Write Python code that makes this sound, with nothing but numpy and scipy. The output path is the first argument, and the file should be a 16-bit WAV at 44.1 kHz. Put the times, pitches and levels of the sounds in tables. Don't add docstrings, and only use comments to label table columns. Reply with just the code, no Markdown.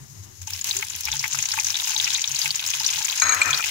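import sys
import numpy as np
from scipy import signal
from scipy.fft import rfft, irfft
from scipy.io import wavfile

SR = 44100
rng = np.random.default_rng(int(sys.argv[2]) if len(sys.argv) > 2 else 0)


def store_wav(level_fs):
    pcm = np.round(np.clip(np.atleast_2d(level_fs), -1, 1) * 32767)
    wavfile.write(sys.argv[1], SR, pcm.T.astype(np.int16))


def boost_factor(decibels):
    exponent = np.asarray(decibels, float) / 20
    return 10 ** exponent


N = 163170
LAG_S, LAG_SPREAD_S = 0.0010425, 0.0003


def rms_one(x):
    return x / np.sqrt(np.mean(x ** 2) + 1e-20)


def drift(rate_hz):
    r = np.exp(-16 * np.pi * rate_hz / SR)
    noise = rng.standard_normal(N // 8 + 4002)
    slow = signal.lfilter([1], [1, -2 * r, r * r], noise)[4000:]
    return np.interp(np.arange(N) / 8, np.arange(len(slow)), rms_one(slow))


def colour(x, points):
    hz, db = np.transpose(points)
    size = 4096
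    bins_hz = np.arange(size // 2 + 1) * SR / size
    log_gain = np.interp(np.log(bins_hz + 1), np.log(hz), db) * np.log(10) / 20
    cepstrum = irfft(log_gain)
    cepstrum[1:size // 2] *= 2
    cepstrum[size // 2 + 1:] = 0
    impulse = irfft(np.exp(rfft(cepstrum)))[:size // 2]
    return signal.oaconvolve(x, impulse)[:N]


def bandpass(x, order, band_hz):
    return signal.sosfilt(signal.butter(order, band_hz, "band", fs=SR, output="sos"), x)


def thin(x):
    return signal.sosfilt(signal.butter(4, 760, "high", fs=SR, output="sos"), x)


def ring(clicks, hz, t60_s):
    r, w = boost_factor(-60 / (t60_s * SR)), 2 * np.pi * hz / SR
    return signal.lfilter([0, np.sin(w)], [1, -2 * r * np.cos(w), r * r], clicks + 1e-18)


def pan(db):
    return boost_factor([[db / 2], [-db / 2]])


def add(out, start_s, wave, pan_db, lag_s):
    wave = wave * np.ones((2, 1)) * pan(pan_db)
    for side, late_s in enumerate((lag_s, 0)):
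        i = int((start_s + late_s) * SR)
        out[side, i:i + wave.shape[1]] += wave[side][:max(N - i, 0)]


# frequency in Hz, gain in dB.
LEFT_MIC = [(550, -29.5), (860, -11.5), (1600, -10), (2500, -2.5), (4800, -2.5), (6500, 3.5), (8800, -12),
            (13000, -25.5), (15200, -9)]
RIGHT_MIC = [(550, -28.5), (860, -7), (1100, -16.5), (2400, -6.5), (6800, -7.5), (8000, -20.5), (11300, -7),
             (13600, -16), (15000, -10)]


def microphones(x):
    return np.array([colour(x[0], LEFT_MIC), colour(x[1], RIGHT_MIC)])


def wok(x):
    echo_db, t60_s = -5, 0.02
    t = np.arange(int(.06 * SR)) / SR
    tail = rng.standard_normal((2, len(t))) * boost_factor(-60 * t / t60_s) * (t > .0006)
    tail *= boost_factor(echo_db) / np.sqrt(np.sum(tail ** 2, axis=1, keepdims=True))
    return x + signal.oaconvolve(x, tail, axes=1)[:, :N]


LOW_PAN_DB = 3.5
LOW_ROOM_HZ, HIGH_ROOM_HZ = 92.9, 138.4
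# start in seconds, length in seconds, level in dB.
THUDS_LOW = [(0.175, 0.051, -44.5), (.72, .09, -56.5), (1.501, 0.086, -52), (1.64, 0.057, -55),
             (2.011, 0.055, -54.5), (2.64, 0.051, -55), (3.24, 0.056, -49.5), (0.388, 0.078, -41.5),
             (0.504, 0.082, -43.5), (0.964, 0.022, -46), (1.108, 0.034, -49), (1.384, 0.033, -47),
             (3.362, 0.04, -46), (3.469, 0.045, -45)]
THUDS_HIGH = [(0.009, 0.025, -45.5), (0.105, 0.038, -47.5), (1.113, 0.11, -46), (1.336, 0.073, -46),
              (2.02, 0.067, -55), (2.75, .06, -54), (2.94, 0.068, -54), (2.301, 0.057, -48),
              (2.442, 0.073, -48), (3.496, 0.07, -46)]
# start in seconds, length in seconds, level
# in dB, frequency in Hz.
PLATE_TAPS = [(.768, 0.0034, -41.5, 371), (0.795, 0.012, -40, 400), (3.26, .02, -51, 262),
              (3.47, 0.017, -49.5, 262), (1.05, 0.11, -46, 68.2)]


def thuds():
    out = np.zeros((2, N))
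    rows = [(*row, LOW_ROOM_HZ) for row in THUDS_LOW]
    rows += [(*row, HIGH_ROOM_HZ) for row in THUDS_HIGH]
    for start_s, length_s, db, hz in rows + PLATE_TAPS:
        t = np.arange(int((1.18 * length_s + 0.025) * SR)) / SR
        swell = abs(np.sin(np.pi * t / t[-1])) ** 0.92
        wobble = 0.57 * np.sin(50 * t + 99 * start_s)
        wave = np.sin(2 * np.pi * hz * t + wobble) * swell
        add(out, max(start_s - .02, 0), boost_factor(db + 2) * wave, LOW_PAN_DB, LAG_S)
    return out


# frequency in Hz, gain in dB.
AIR = [(30, -19), (65, -9), (93, 3), (140, -5), (240, -17.5), (370, -12), (520, -25.5), (1500, -24)]
# frequency in Hz, width in Hz, level in dB.
WHISTLES = [(4030, 93, -86), (5400, 170, -69), (6600, 400, -67), (6570, 2900, -58.5), (11700, 4700, -64.5)]
AIR_DB = -56.5
FLARE_S, FLARE_WIDTH_S, FLARE_DB = 0.243, 0.014, 8.3


def air_and_gas():
    t = np.arange(N) / SR
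    shared, own = rng.standard_normal(N + 99), rng.standard_normal((2, N))
    air = []
    for late, noise in zip((int(LAG_S * SR), 0), own):
        air.append(colour(shared[99 - late:][:N] + 0.57 * noise, AIR + [(9000, -37)]))
    air = rms_one(np.array(air)) * boost_factor(AIR_DB - 2.5 + 2.4 * drift(9.2) + 6.9 * np.exp(-t))
    gas = 0
    for hz, width_hz, db in WHISTLES:
        t60_s = 2.9 / width_hz
        gas = gas + boost_factor(db) * rms_one(ring(ring(own, hz, t60_s), hz, t60_s))
    flare_db = FLARE_DB * np.exp(-((t - FLARE_S) / FLARE_WIDTH_S) ** 2)
    gas = gas * boost_factor(1.6 * drift(8) + flare_db) * [[2], [.5]]
    return (air + gas) * pan(LOW_PAN_DB)


# time in seconds, peak in dB.
KNOCKS = [(3.219, -8), (3.267, -16.5), (3.292, -11), (3.321, -16), (3.416, -6.5), (3.477, -21),
          (3.504, -21)]
# frequency in Hz, level in dB, t60 in seconds.
RIM_A = [(1270, -6, 0.038), (1531, -5, 0.045), (1850, -11, 0.049), (2300, -10, 0.049), (2344, -11, 0.08),
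         (4052, -5, 0.058), (6595, -2, .1), (7700, -15, .04)]
RIM_B = [(1330, -11.5, .035), (2420, 1, 0.087), (4157, -13, 0.04), (6840, -13, 0.046), (7680, -10, 0.04)]
# frequency in Hz, gain in dB.
DRAG_COLOUR = [(152, -9), (265, -9), (422, -4), (902, 5), (1302, 11), (1800, 11), (2300, 7), (3502, -16.5)]
DRAG_START_S, DRAG_END_S, DRAG_FADE_S, DRAG_DB = 3.214, 3.62, 0.015, -28.5
TIP_S = 3.37
CONTACT_S, SING_DB = 0.0021, -55.5
DISH_PAN_DB, DISH_LAG_S = 8.5, 0.0005


def dish():
    out, t = np.zeros((2, N)), np.arange(N) / SR
    knock_s, knock_db = np.transpose(KNOCKS)
    fade = np.clip(np.minimum(t - DRAG_START_S, DRAG_END_S - t) / DRAG_FADE_S, 0, 1)
    grit = rng.standard_normal((2, N)) * boost_factor(2.63 * drift(35)) * fade
    grit *= boost_factor(-11 * np.abs(t - DRAG_START_S))
    contact = rng.standard_normal(400) * np.exp(-t[:400] / CONTACT_S)
    share_b = np.where(t < TIP_S, .1, .9)
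    for rim, weight in ((RIM_A, 1 - share_b), (RIM_B, share_b)):
        for hz, level_db, t60_s in rim:
            clicks = np.zeros((2, N))
            for side, late_s in enumerate((DISH_LAG_S, 0)):
                at = ((knock_s + late_s) * SR).astype(int)
                clicks[side, at] = boost_factor(knock_db - 6.0 + rng.normal(0, 2.2, len(at)))
            gain_at_mode = abs(np.sum(contact * np.exp(2j * np.pi * hz * t[:400])))
            push = signal.lfilter(contact / gain_at_mode, 1, clicks)
            out += ring(weight * boost_factor(level_db) * (push + boost_factor(SING_DB) * grit[0]), hz, t60_s)
    drag = rms_one(np.array([colour(g, DRAG_COLOUR) for g in grit]))
    return (wok(thin(out)) + boost_factor(DRAG_DB - 13) * drag) * pan(DISH_PAN_DB)


SPARK_DB, CRACK_DB, CRACK_T60_S = 5.5, 0.5, 0.022
# time in seconds, peak in dB.
CRACKS = [(0.5055, -25.5), (0.643, -19.5), (0.6717, -26), (0.7673, -21), (0.9616, -27), (1.0079, -21.5),
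          (1.0528, -22), (1.2784, -22), (2.6622, -23.5), (2.702, -23), (3.3468, -19.5)]


def cracks():
    out, t = np.zeros((2, N)), np.arange(int(.06 * SR)) / SR
    front = 1 + 4.2 * (t < .0002)
    for start_s, db in CRACKS:
        noise = np.diff(rng.standard_normal((2, len(t))), prepend=0) * 0.63
        fall = boost_factor(db + CRACK_DB - 60 * t / CRACK_T60_S)
        add(out, start_s, fall * noise * front, 0, LAG_S)
    return microphones(out) * boost_factor(SPARK_DB)


# time in seconds, peak in dB, pitch in Hz.
BUBBLE_POPS = [(0.643, -23.5, 6300), (0.71, -11.5, 4030), (0.766, -13.5, 6900), (0.825, -13.5, 2140),
               (1.042, -23, 5640), (1.053, -15.5, 5440), (1.116, -15, 6000), (1.193, -11, 5630),
               (1.24, -7.5, 2080), (1.312, -19, 6600), (1.33, -12, 6600), (1.387, -14.5, 6500),
               (1.425, -11, 6400), (1.455, -11, 6260), (1.503, -22, 5450), (1.517, -10, 5240),
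               (1.598, -9, 6300), (1.645, -11.5, 6070), (1.668, -11, 6000), (1.703, -10.5, 5650),
               (1.743, -15.5, 3560), (1.799, -15, 3650),
               (0.416, -26, 6600), (0.472, -22, 6300), (1.084, -12, 2320), (1.576, -16, 1200),
             (1.963, -11.5, 3900), (1.999, -10, 3550), (2.043, -10, 5590), (2.077, -12, 2600),
             (2.148, -12, 3800), (2.241, -11.5, 3580), (2.276, -12.5, 5930), (2.416, -11, 4660),
             (2.457, -9, 2450), (2.506, -10, 4400), (2.556, -13.5, 6840), (2.594, -16, 3400),
             (2.737, -13, 3130), (2.863, -8.5, 5800), (3.347, -18, 6640), (3.507, -11.5, 6500),
             (3.53, -9, 3420), (3.64, -9.5, 2570), (1.587, -13, 2400), (1.128, -15, 3600),
             (1.255, -13, 2170), (1.346, -18, 1500), (1.388, -15, 2600), (1.537, -18, 1500),
               (0.5338, -17.5, 5370), (0.611, -18, 6730), (0.7883, -16.5, 6600), (0.8996, -19, 6950),
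              (0.945, -22, 2900), (1.0724, -17.5, 2360), (1.1665, -14.5, 6270), (1.3464, -20.5, 6550),
              (1.5364, -19, 6440), (1.7544, -15, 3780), (1.7674, -15.5, 5850), (1.8317, -17, 6380),
              (1.8427, -16, 5800), (1.9044, -20, 6680), (1.9455, -14, 6140), (1.9774, -14, 6210),
              (2.069, -13.5, 2580), (2.1031, -15.5, 3760), (2.1594, -14.5, 4190), (2.1824, -17, 2530),
              (2.2164, -13, 6480), (2.3147, -14.5, 6280), (2.3466, -16, 6700), (2.3595, -14.5, 4300),
              (2.39, -14, 6110), (2.6633, -15, 5400), (2.6764, -18.5, 6700), (2.7058, -17.5, 6380),
              (2.798, -13.5, 5170), (2.8446, -13.5, 4200), (2.8774, -14.5, 6720), (2.8887, -15, 3600),
              (2.907, -14, 6600), (3.025, -16.5, 6190), (3.0485, -11.5, 6760), (3.0829, -18, 3230),
              (3.0983, -13, 4120), (3.126, -16, 3050), (3.1787, -14.5, 6370), (3.1984, -9, 6460),
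              (3.5444, -10.5, 4360), (3.5745, -13.5, 5680), (3.625, -13.5, 2770)]
POPS = BUBBLE_POPS
POP_DB, POP_CYCLES, POP_PAN_DB = -1, 26, 5.5
SECOND_DB, SECOND_S = -7, 0.0042
PUFF_DB, PUFF_T60_S = -17, 0.04


def pops():
    out, sparks = np.zeros((2, N)), np.zeros((2, N))
    t = np.arange(int(.06 * SR)) / SR
    for start_s, db, hz in POPS:
        a, b, c = rng.standard_normal(3)
        noise = rng.standard_normal((2, len(t)))
        turns = hz * t
        t60_cycles = POP_CYCLES * (hz / 6000) ** 0.97 * boost_factor(1.5 * a)
        wave = np.sin(2 * np.pi * turns * (1 + 0.0011 * turns))
        wave *= (1 - np.exp(-turns)) * boost_factor(-60 * turns / t60_cycles)
        wave *= boost_factor(db + POP_DB - 4.0 * (hz < 3000)) / abs(wave).max()
        add(out, start_s, wave, POP_PAN_DB, LAG_S + LAG_SPREAD_S * b)
        second_s = start_s + SECOND_S * boost_factor(2.6 * c)
        add(out, second_s, boost_factor(SECOND_DB) * wave, POP_PAN_DB, LAG_S - LAG_SPREAD_S * b)
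        puff = rms_one(bandpass(noise, 3, [hz / 1.59, hz * 0.99 + 1200]))
        add(out, start_s, puff * boost_factor(db + PUFF_DB - 60 * t / PUFF_T60_S), POP_PAN_DB, LAG_S)
        spark = boost_factor(db + PUFF_DB - 60 * t / CRACK_T60_S) * noise * 0.82
        add(sparks, start_s, spark, 0, LAG_S)
    return thin(out) + microphones(sparks) * boost_factor(SPARK_DB)


WOK_HZ, WOK_RING_T60_S, WOK_RING_DB, THUMP_DB = 874, 0.064, -36, -6
# time in seconds, peak in dB.
THUMPS = [(0.475, -34.5), (0.825, -38), (1.084, -37), (1.136, -30), (1.537, -32), (1.577, -23),
          (1.869, -36), (1.904, -33), (1.956, -32), (2.443, -31.5), (2.806, -29), (2.979, -31.5),
          (3.007, -29.5)]


def bowl():
    clicks = np.zeros((2, N))
    for start_s, db, hz in POPS:
        add(clicks, start_s, boost_factor(db + WOK_RING_DB - 9.5 * np.log2(hz / 3000)) * np.ones(1), 0, LAG_S)
    for start_s, db in THUMPS:
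        add(clicks, start_s, boost_factor(db + THUMP_DB) * np.ones(1), 0, LAG_S)
    return ring(clicks, WOK_HZ, WOK_RING_T60_S)


def scatter(per_s, spread_db):
    at = np.flatnonzero(rng.random(N) < per_s / SR)
    size, sign, place, lag, pitch = rng.random((5, len(at)))
    height = boost_factor(spread_db * np.minimum(-np.log(size + 1e-9), 2.4)) * np.sign(sign - .5)
    lag_s = LAG_S + LAG_SPREAD_S * (4 * lag - 2)
    late = np.clip(at + (lag_s * SR).astype(int), 0, N - 1)
    return (late, at), height * boost_factor(np.outer([1, -1], 8 * (place - .5))), pitch


FIZZ_DB, FIZZ_PATCHY_DB = -3.5, 3


def fizz(flurry, wet_db):
    edges_hz = np.geomspace(400, 17000, 14)
    white, out = rng.standard_normal((2, 2, N)), 0
    for k, (low_hz, high_hz) in enumerate(zip(edges_hz, edges_hz[1:])):
        gain_db = FIZZ_PATCHY_DB * (0.27 * flurry + .5 * drift(3.8) + drift(28))
        gain_db += 2 * wet_db * (low_hz > 7000)
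        gain_db -= (4 + 2 * wet_db) * (low_hz < 2200)
        out = out + boost_factor(gain_db) * bandpass(white[k % 2], 2, (low_hz, high_hz))
    return boost_factor(FIZZ_DB) * rms_one(out)


SPIT_PER_S, SPIT_DB = 810, -11


def spit(flurry, wet_db):
    out = np.zeros((2, N))
    at, height, _ = scatter(SPIT_PER_S * boost_factor(2.7 * flurry), spread_db=6.0)
    for side in (0, 1):
        out[side, at[side]] = height[side] * boost_factor(wet_db[at[side]])
    return boost_factor(SPIT_DB) * rms_one(out)


BUBBLES_PER_S, BUBBLE_DB, BUBBLE_SPREAD_DB, BUBBLE_CYCLES = 400, -6, 3.5, 8.1


def chance_bubbles(flurry):
    at, height, pitch = scatter(BUBBLES_PER_S * boost_factor(4 * flurry), BUBBLE_SPREAD_DB)
    pitches_hz, out = np.geomspace(800, 13000, 18), 0
    for k, hz in enumerate(pitches_hz):
        mine = (pitch * len(pitches_hz)).astype(int) == k
        clicks = np.zeros((2, N))
        for side in (0, 1):
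            clicks[side, at[side][mine]] = height[side, mine] * (hz / 4000) ** 0.82
        out = out + ring(clicks, hz, BUBBLE_CYCLES / hz)
    return boost_factor(BUBBLE_DB) * rms_one(out)


WET_DB, WET_S = 8.5, 0.49
# time in seconds, level in dB.
FRYING_LEVEL = [(0, -66), (.41, -61), (0.419, -44.5), (.464, -60), (0.471, -38), (.6, -35.5), (.635, -48),
                (.65, -33), (.95, -38), (1.24, -31.5), (1.295, -39), (1.32, -30.5), (2.2, -31), (3.1, -29.5),
                (3.25, -33.5), (3.7, -29.5)]


def frying():
    t = np.arange(N) / SR
    flurry, wet_db = drift(9), WET_DB * np.exp(-t / WET_S)
    oil = fizz(flurry, wet_db) + wok(spit(flurry, wet_db) + chance_bubbles(flurry))
    frying_s, frying_db = np.transpose(FRYING_LEVEL)
    return microphones(oil) * boost_factor(np.interp(t, frying_s, frying_db) + 9)


def scene():
    kitchen = thuds() + air_and_gas()
    bursts = wok(cracks() + pops() + bowl())
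    return kitchen + dish() + bursts + frying()


def top_cut(x):
    return signal.sosfilt(signal.butter(12, 17020, fs=SR, output="sos"), x)


def record(dry):
    low = signal.sosfilt(signal.cheby2(14, 40, 16050, fs=SR, output="sos"), dry)
    return top_cut(np.tanh(low / 1.107) * 1.527)


dry = scene()
out = record(dry)
store_wav(out)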